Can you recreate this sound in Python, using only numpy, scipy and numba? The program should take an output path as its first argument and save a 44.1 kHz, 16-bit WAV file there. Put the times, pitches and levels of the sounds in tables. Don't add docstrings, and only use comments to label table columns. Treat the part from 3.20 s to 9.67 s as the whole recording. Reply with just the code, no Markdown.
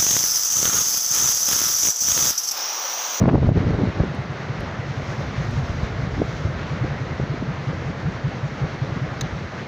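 import sys
import numpy as np
from scipy import signal
from scipy.fft import rfft, irfft, next_fast_len
from scipy.io import wavfile
from scipy.ndimage import uniform_filter1d
from numba import njit

SR = 44100
rng = np.random.default_rng(int(sys.argv[2]) if len(sys.argv) > 2 else 0)


def wav_out(sig):
    wavfile.write(sys.argv[1], SR, np.round(np.clip(np.atleast_2d(sig).T, -1, 1) * 32767).astype(np.int16))


N = 285346

# time in seconds, wind strength in dB,
# level of the rasp against the low noise in dB.
GUST_LEVELS = [(0.0, -25.5, -5.5), (0.03, -15.5, -4), (.065, -22, -9.5), (.1, -21, -0.5),
               (0.16, -13.5, -10), (0.205, -23.5, -17), (.25, -19.5, -14), (0.30, -13.5, -16),
               (.345, -18.5, -10.5), (.41, -17.5, -12.5), (.45, -23, -8), (.5, -17.5, -10.5),
               (.55, -22.5, -5), (.6, -23.5, -2), (0.64, -18.5, -7), (.69, -26, -14), (.715, -35, -10),
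               (0.74, -38, 1), (0.80, -14.5, -15), (.825, -28.5, -13), (.85, -19, -8), (0.9, -46, -21)]
# time in seconds, wind strength in dB,
# level of the rasp against the low noise in dB.
BREEZE_LEVELS = [(1.45, -40, -22), (1.9, -36.5, -14), (2.3, -26, -23), (2.6, -28, -29), (3.1, -30.5, -12),
                 (3.4, -32, -15), (4.2, -36, -13.5), (5.2, -43, -10), (5.7, -33, -14), (6.47, -53, -11)]


def undb(db):
    return 10 ** (np.asarray(db) / 20)


def level(x, db):
    return x * undb(db) / np.sqrt(np.mean(x ** 2))


def curve(table):
    s, *columns = np.transpose(table)
    return [np.interp(np.arange(N) / SR, s, c) for c in columns]


def add(out, s, x):
    i = int(s * SR)
    out[i:i + len(x)] += x[:N - i]


def walk(rate):
    k = int(SR / rate)
    steps = np.repeat(rng.standard_normal(N // k + 1), k)
    return 0.66 * uniform_filter1d(uniform_filter1d(steps, k), k)[:N]


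@njit
def svf(x, hz, damp):
    low, band, b, l = np.empty(len(x)), np.empty(len(x)), 0., 0.
    for i in range(len(x)):
        g = np.tan(np.pi * hz[i] / SR)
        v = (b + g * (x[i] - l)) / (1 + g * (g + damp))
        low[i], band[i] = l + g * v, damp * v
        b, l = 2 * v - b, l + 2 * g * v
    return low, band


@njit
def follow(x, attack, release):
    out, e = np.empty(len(x)), 0.
    for i in range(len(x)):
        e += (abs(x[i]) - e) * (attack if abs(x[i]) > e else release)
        out[i] = e
    return out


def river():
    # time in seconds, roar level in dB,
    # spray (about 5 kHz up) in dB.
    roar_levels = [(0, -42.5, 0), (.12, -46, 1.5), (.27, -42, 2), (.315, -52, 3), (.37, -41, 2),
                   (.7, -41, 1.5), (1.3, -40.5, 1), (1.65, -40.5, 2.5), (1.9, -40, 6), (2.15, -40.5, 3),
                   (2.33, -40, 6.5), (2.42, -40, 4.5), (2.53, -40.5, 5.5), (2.8, -40.5, 1.5),
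                   (3.1, -41, 5.5), (3.4, -40.5, 2), (4, -41.5, 1.5), (5.3, -41, 2), (6.47, -41.5, 2)]
    # frequency in Hz, relative density in dB per Hz.
    roar_colour = [(25, -16), (50, -17), (75, -9.5), (100, -4.5), (200, -7), (260, -11.5), (350, -12.5),
                   (450, -14), (560, -13), (950, -18), (1300, -17), (1750, -19), (2120, -20), (2400, -25),
                   (2800, -28), (3300, -30.5), (4200, -31.5), (5000, -37), (5800, -38), (6500, -41),
                   (8200, -62.5), (11700, -72), (14000, -68), (14900, -59.5)]
    # time in seconds, level in dB before it flickers.
    sheen_levels = [(.3, -67), (.45, -60), (.62, -59), (.8, -71), (1.0, -58), (1.2, -70), (1.5, -75)]
    sheen_hz, sheen_width_hz = 3870, 250
    surge_db, patch_db = 1, 0.5
    spray_low_share = 0.24

    roar_db, spray_db = curve(roar_levels)
    hiss_db = -2 + 1.45 * spray_db

    size = next_fast_len(N)
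    f = np.maximum(np.fft.rfftfreq(size, 1 / SR), 1)
    hz, db = np.transpose(roar_colour)
    colour = rfft(rng.standard_normal(size)) * undb(np.interp(np.log(f), np.log(hz), db))
    colour /= np.std(irfft(colour * (f > 1500) * (f < 2500), size))

    place = 4 * np.log2(f / 25)
    out = 0
    burble_db = 1.14 * walk(32) + 0.8 * walk(19)
    surge = walk(26)
    for k in range(38):
        band = irfft(colour * np.clip(1 - abs(place - k), 0, 1), size)[:N]
        if k > 33:
            extra_db = hiss_db
        elif k > 30:
            extra_db = spray_db
        elif k > 27:
            extra_db = spray_low_share * spray_db
        else:
            extra_db = 0
        flicker_db = (2.4 if k > 32 else 1.2) * walk(30)
        surge = .8 * surge + .6 * walk(24)
        swell_db = surge_db * surge + patch_db * walk(18)
        out = out + band * undb(extra_db + burble_db + flicker_db + swell_db)

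    sheen = svf(rng.standard_normal(N), np.full(N, 1. * sheen_hz), sheen_width_hz / sheen_hz)[1]
    sheen_db = curve(sheen_levels)[0] + 2.6 * walk(13)
    return out * undb(roar_db) + level(sheen, 0) * undb(sheen_db)


def splashes():
    per_s, low_hz, octaves = 30, 880, 1.7
    peak_s = 0.018
    top_db, spread_db, db_per_octave = -48, 8, -4
    out, t = np.zeros(N), np.arange(SR // 6) / SR
    swell = t / peak_s * np.exp(1 - t / peak_s)
    for when, size, luck in rng.random((int(per_s * N / SR), 3)):
        octave = octaves * size
        hz = np.full(len(t), low_hz * 2 ** octave)
        hiss = svf(svf(rng.standard_normal(len(t)), hz, 0.31)[1], hz, .7)[1]
        db = top_db + db_per_octave * octave - spread_db * luck
        add(out, when * N / SR, swell * level(hiss, db))
    return out


def bubbles():
    per_s, low_hz, octaves = 260, 422, 3.0
    cycles, rise = 47, 0.018
    top_db, spread_db, db_per_octave = -43, 7, -3.5
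    out = np.zeros(N)
    for when, size, luck in rng.random((int(per_s * N / SR), 3)):
        octave = octaves * size
        hz = low_hz * 2 ** octave
        turns = np.arange(int(cycles * SR / low_hz / 2 ** octave)) * hz / SR
        db = top_db + db_per_octave * octave - spread_db * luck
        ring = np.sin(2 * np.pi * turns * (1 + rise * turns / cycles))
        shape = np.sin(np.pi * np.sqrt(turns / cycles)) ** 2
        add(out, when * N / SR, undb(db) * ring * shape)
    return out


def ticks():
    # start in seconds, peak in dB, pitch in Hz, width in Hz.
    faint_bursts = [(.012, -65, 12200, 1500), (.1311, -64, 12000, 1500), (.2708, -56, 12100, 2000),
                    (0.291, -47, 12100, 1500), (.3905, -59, 11900, 2000), (0.95, -46, 8940, 9500),
                    (1.405, -45.5, 11000, 9500), (2.3111, -45, 8500, 9500)]
    # start in seconds, peak in dB (reference for its resonances).
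    clicks = [(6.0096, -18.5), (6.0139, -29)]
    # pitch in Hz, width in Hz, peak against the click in dB,
    # decay setting in seconds.
    click_rings = [(1560, 880, -8, 0.011), (2600, 900, -14, .009), (4600, 7200, -14, .008),
                   (5000, 1600, -9, 0.009), (3900, 1000, -2.5, 0.015), (6300, 1200, -4.5, 0.016),
                   (9900, 4200, -24, 0.013), (14700, 3000, -20, 0.008)]
    faint_decay_s = 0.0052

    out, t = np.zeros(N), np.arange(SR // 20) / SR
    rings = [(*row, faint_decay_s) for row in faint_bursts]
    for s, db in clicks:
        for hz, width_hz, ring_db, decay_s in click_rings:
            rings.append((s, db + ring_db, hz, width_hz, decay_s))
    for s, db, hz, width_hz, decay_s in rings:
        burst = rng.standard_normal(len(t)) * t * np.exp(-1.4 * np.log(1000) * t / decay_s)
        for _ in range(3):
            burst = svf(burst, np.full(len(t), 1. 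* hz), width_hz / hz)[1]
        add(out, s, undb(db) * burst / abs(burst).max())
    return out


def engine(rise_s=0.0029, fall_s=.005, climb_per_s=10.0, middle_s=0.019, tail_db=-18, tail_s=0.012):
    # start in seconds,
    # level in dB of the body's peak, length in seconds.
    firings = [(.882, -24, 0.044), (0.985, -19, 0.023), (1.09, -20, 0.024), (1.197, -20.5, 0.013),
               (1.293, -20.5, 0.025), (1.392, -24.5, 0.014), (1.495, -37, 0.025), (1.586, -18.5, 0.017),
               (1.682, -21.5, 0.039), (1.77, -21.5, 0.033), (1.885, -24, 0.038), (1.978, -21.5, 0.036),
               (2.074, -25, 0.019), (2.178, -20.5, 0.047), (2.275, -26, 0.028), (2.37, -16.5, 0.031),
               (2.572, -26.5, 0.039), (2.78, -20, 0.032), (2.87, -26, 0.03), (2.981, -20, 0.03),
               (3.077, -21, 0.034), (3.183, -24, 0.041), (3.285, -18, 0.02), (3.401, -24, 0.049),
               (3.504, -20.5, 0.044), (3.607, -17, 0.021), (3.702, -21, 0.034), (3.804, -21, 0.034),
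               (3.902, -26.5, 0.037), (4.006, -19.5, 0.037), (4.093, -19, 0.043), (4.197, -26.5, 0.072),
               (4.27, -19, 0.047), (4.374, -24.5, 0.04), (4.469, -18, 0.042), (4.565, -29, 0.027),
               (4.656, -23.5, 0.056), (4.759, -30, 0.041), (4.845, -17.5, 0.049), (4.945, -20, 0.0075),
               (5.04, -16.5, 0.038), (5.137, -28.5, 0.055), (5.227, -18.5, 0.037), (5.32, -25.5, 0.022),
               (5.412, -18.5, 0.045), (5.518, -28.5, 0.037), (5.614, -16, 0.023), (5.715, -19, 0.027),
               (5.812, -20, 0.042), (5.911, -24, 0.019), (6.018, -20.5, 0.033), (6.13, -26, 0.05),
               (6.248, -25, 0.014), (6.407, -32, 0.024)]
    silencer_hz, scatter = 136.7, 0.011
    out, t = np.zeros(N), np.arange(SR // 8) / SR
    tail = undb(tail_db) * (t / tail_s) * np.exp(1 - t / tail_s)
    for (s, db, hold_s), (turn, off) in zip(firings, rng.standard_normal((len(firings), 2))):
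        attack = 1 - np.exp(-t / rise_s)
        release = 1 + np.exp((t - hold_s) / fall_s)
        body = attack * np.exp(-t / .11) / release
        shape = body / body.max() + tail
        climb = climb_per_s * (np.minimum(t, hold_s) - middle_s)
        pitch = silencer_hz * (1 + scatter * off + climb)
        phase = 2 * np.pi * np.cumsum(pitch) / SR + 0.38 * turn
        add(out, s, undb(db) * shape * np.sin(phase))
    return out


def strength():
    # time of the top in seconds, strength there in dB.
    low_swells = [(.99, -32), (1.42, -28), (1.59, -38), (1.86, -28), (2.06, -26), (2.36, -26),
                  (2.52, -22.5), (2.86, -21), (2.98, -19), (3.26, -23.5), (3.65, -24), (3.81, -28),
                  (4.04, -28.5), (4.29, -27.5), (4.55, -27), (4.67, -25.5), (4.87, -24.5), (5.09, -32),
                  (5.44, -24.5), (6.04, -28), (6.13, -30.5), (6.25, -30)]
    rise_db_per_s, fall_db_per_s = 172, 257.5
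    db, t = curve(GUST_LEVELS + BREEZE_LEVELS)[0], np.arange(N) / SR
    for s, top_db in low_swells:
        drop_db = np.where(t < s, rise_db_per_s * (s - t), fall_db_per_s * (t - s))
        db = np.maximum(db, top_db - drop_db)
    return db


def wind(gusty_db=8.0, gust_hz=127.0, breeze_hz=103.0, rasp_hz=342.0, deep_hz=53.0):
    pointed = 0.09
    db, rasp_db = strength(), curve(GUST_LEVELS + BREEZE_LEVELS)[1]
    in_gust = np.arange(N) < GUST_LEVELS[-1][0] * SR
    hz = np.where(in_gust, gust_hz, breeze_hz)

    lumps = undb(gusty_db * walk(50))
    lumps /= np.sqrt(uniform_filter1d(lumps ** 2, SR // 12))

    low = svf(svf(rng.standard_normal(N), hz, 0.83)[0], 2.61 * hz, 0.68)[0]
    low = low - svf(low, np.where(hz > 110, 30., deep_hz), 1.4)[0]
    low /= np.sqrt(uniform_filter1d(low ** 2, SR // 8))
    low = low + pointed * (low ** 2 - uniform_filter1d(low ** 2, SR // 40))

    rasp = svf(rng.standard_normal(N), np.full(N, rasp_hz), 0.83)[1]
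    rasp = svf(rasp, np.full(N, 2.1 * rasp_hz), 2.4)[0]
    return lumps * undb(db) * (low + undb(rasp_db) * level(rasp, 0))


def slaps(crack_hz=340.0):
    # time in seconds (onset 4 ms before), level of the swings in dB, pitch in Hz,
    # crack against the swings in dB, top of the crack in octaves above 1 kHz.
    slap_rows = [(.015, -5.5, 119, -15.5, 0.63), (.023, -17, 203, -4, 0.84), (.036, -12.5, 202, -6, 0.74),
                 (.054, -15, 194, -3, .9), (.077, -15, 228, -6, .2), (0.08, -9.5, 181, -6.5, 0.092),
                 (.088, -13, 202, -4.5, 1.5), (.094, -14, 172, -5.5, 1.55), (.111, -15, 174, -6, .4),
                 (.128, -14.5, 188, -11, 0.87), (0.14, -11, 193, -19, 0.28),
                 (.153, -7.5, 76.6, -12.5, 0.75), (.178, -14, 191, -9, -0.48), (.218, -12.5, 109, -16, -.5),
                 (.227, -16.5, 201, -5.5, .3), (0.243, -9, 120, -12, -.8), (0.265, -15, 110, -9, 0.014),
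                 (.288, -5, 99, -10.5, -.1), (.316, -10, 109, -14.5, -0.31), (.373, -11, 170, -10, 0.33),
                 (.402, -14, 141, -14, .2), (.468, -12, 100, -15, -.2), (.505, -14.5, 150, -11, 0.49),
                 (0.587, -19, 188, -9, -.3), (.616, -17.5, 202, -7, 0.38), (.633, -12, 225, -13, -0.001),
                 (.651, -17, 150, -6, 0.27), (.67, -16, 200, -9, -.2), (0.697, -18, 160, -14, -0.52),
                 (.8, -10, 111, -10, 0.017), (.834, -17, 230, -2, -0.66), (0.849, -20, 170, -10, -0.51),
                 (.943, -22, 230, -15, -0.88), (1.43, -19, 120, -15, -0.39), (2.982, -16, 111, -18, -0.94),
                 (2.999, -18.5, 270, -8, -0.9), (3.012, -24.5, 260, -1, -0.53), (3.016, -11.5, 322, -5, .1),
                 (3.021, -14, 171, -6, -0.49), (3.128, -25, 130, -18, -.8), (3.249, -11.5, 95, -19, -0.67),
                 (3.64, -19.5, 198, -1.5, -0.054), (3.651, -27, 149, -5, -.6), (3.919, -21.5, 256, -7, -1),
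                 (3.997, -17, 170, -4.5, -.4), (4.034, -20, 158, -8.5, -0.71),
                 (4.139, -24, 303, -11, -0.62), (4.17, -25, 150, -2.5, -0.95),
                 (4.223, -17.5, 200, -6.5, -0.58), (4.531, -24, 111, -5.5, -0.8),
                 (4.7, -24, 250, -14, -0.96), (5.44, -26.5, 205, -1, -0.49), (5.546, -21, 159, -9, -0.95),
                 (5.692, -22, 110, -8, -0.28), (5.762, -22.5, 261, -10, -0.28),
                 (5.769, -16.5, 141, -20, -1)]
    slap_s = 0.014
    sharpness, edge_db = 1.54, -13
    kink = 12.4
    out, t = np.zeros(N), np.arange(SR // 20) / SR
    shape = np.sin(np.pi * np.clip(t / slap_s, 0, 1)) ** 2
    for s, db, hz, crack_db, octaves in slap_rows:
        top_hz = np.full(len(t), min(1000 * 2 ** octaves, SR / 4))
        push = rng.standard_normal(len(t))
        push[int(slap_s * SR / 2)] -= kink
        crack = svf(push, np.full(len(t), crack_hz), 0.72)[1]
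        edge = svf(crack, top_hz, 1.5)[0]
        crack = svf(edge, top_hz, 1.5)[0] + undb(edge_db) * edge
        crack = crack * shape ** (sharpness - 1)
        balance = np.sqrt(np.sum(shape ** 2) / np.sum((shape * crack) ** 2))
        rough = crack * undb(crack_db) * balance
        swings = np.sin(2 * np.pi * hz * t)
        add(out, s - .004, undb(db) * shape * (swings + rough))
    return out


def scene():
    return (river() + splashes() + bubbles() + wind() + slaps() + engine() + ticks())[None]


def record(dry, knee_db=-7, ratio=3.0, attack_s=.002, release_s=.06, bass_hz=50, top_hz=15150):
    x = signal.sosfilt(signal.butter(3, bass_hz, "high", fs=SR, output="sos"), dry)
    env = follow(x[0], 1 / (attack_s * SR), 1 / (release_s * SR))
    gain = np.minimum(1, undb(knee_db) / (env + 1e-9)) ** (1 - 1 / max(ratio, 1))
    return signal.sosfilt(signal.ellip(10, .2, 45, top_hz, fs=SR, output="sos"), x * gain)


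dry = scene()
out = record(dry)
wav_out(out)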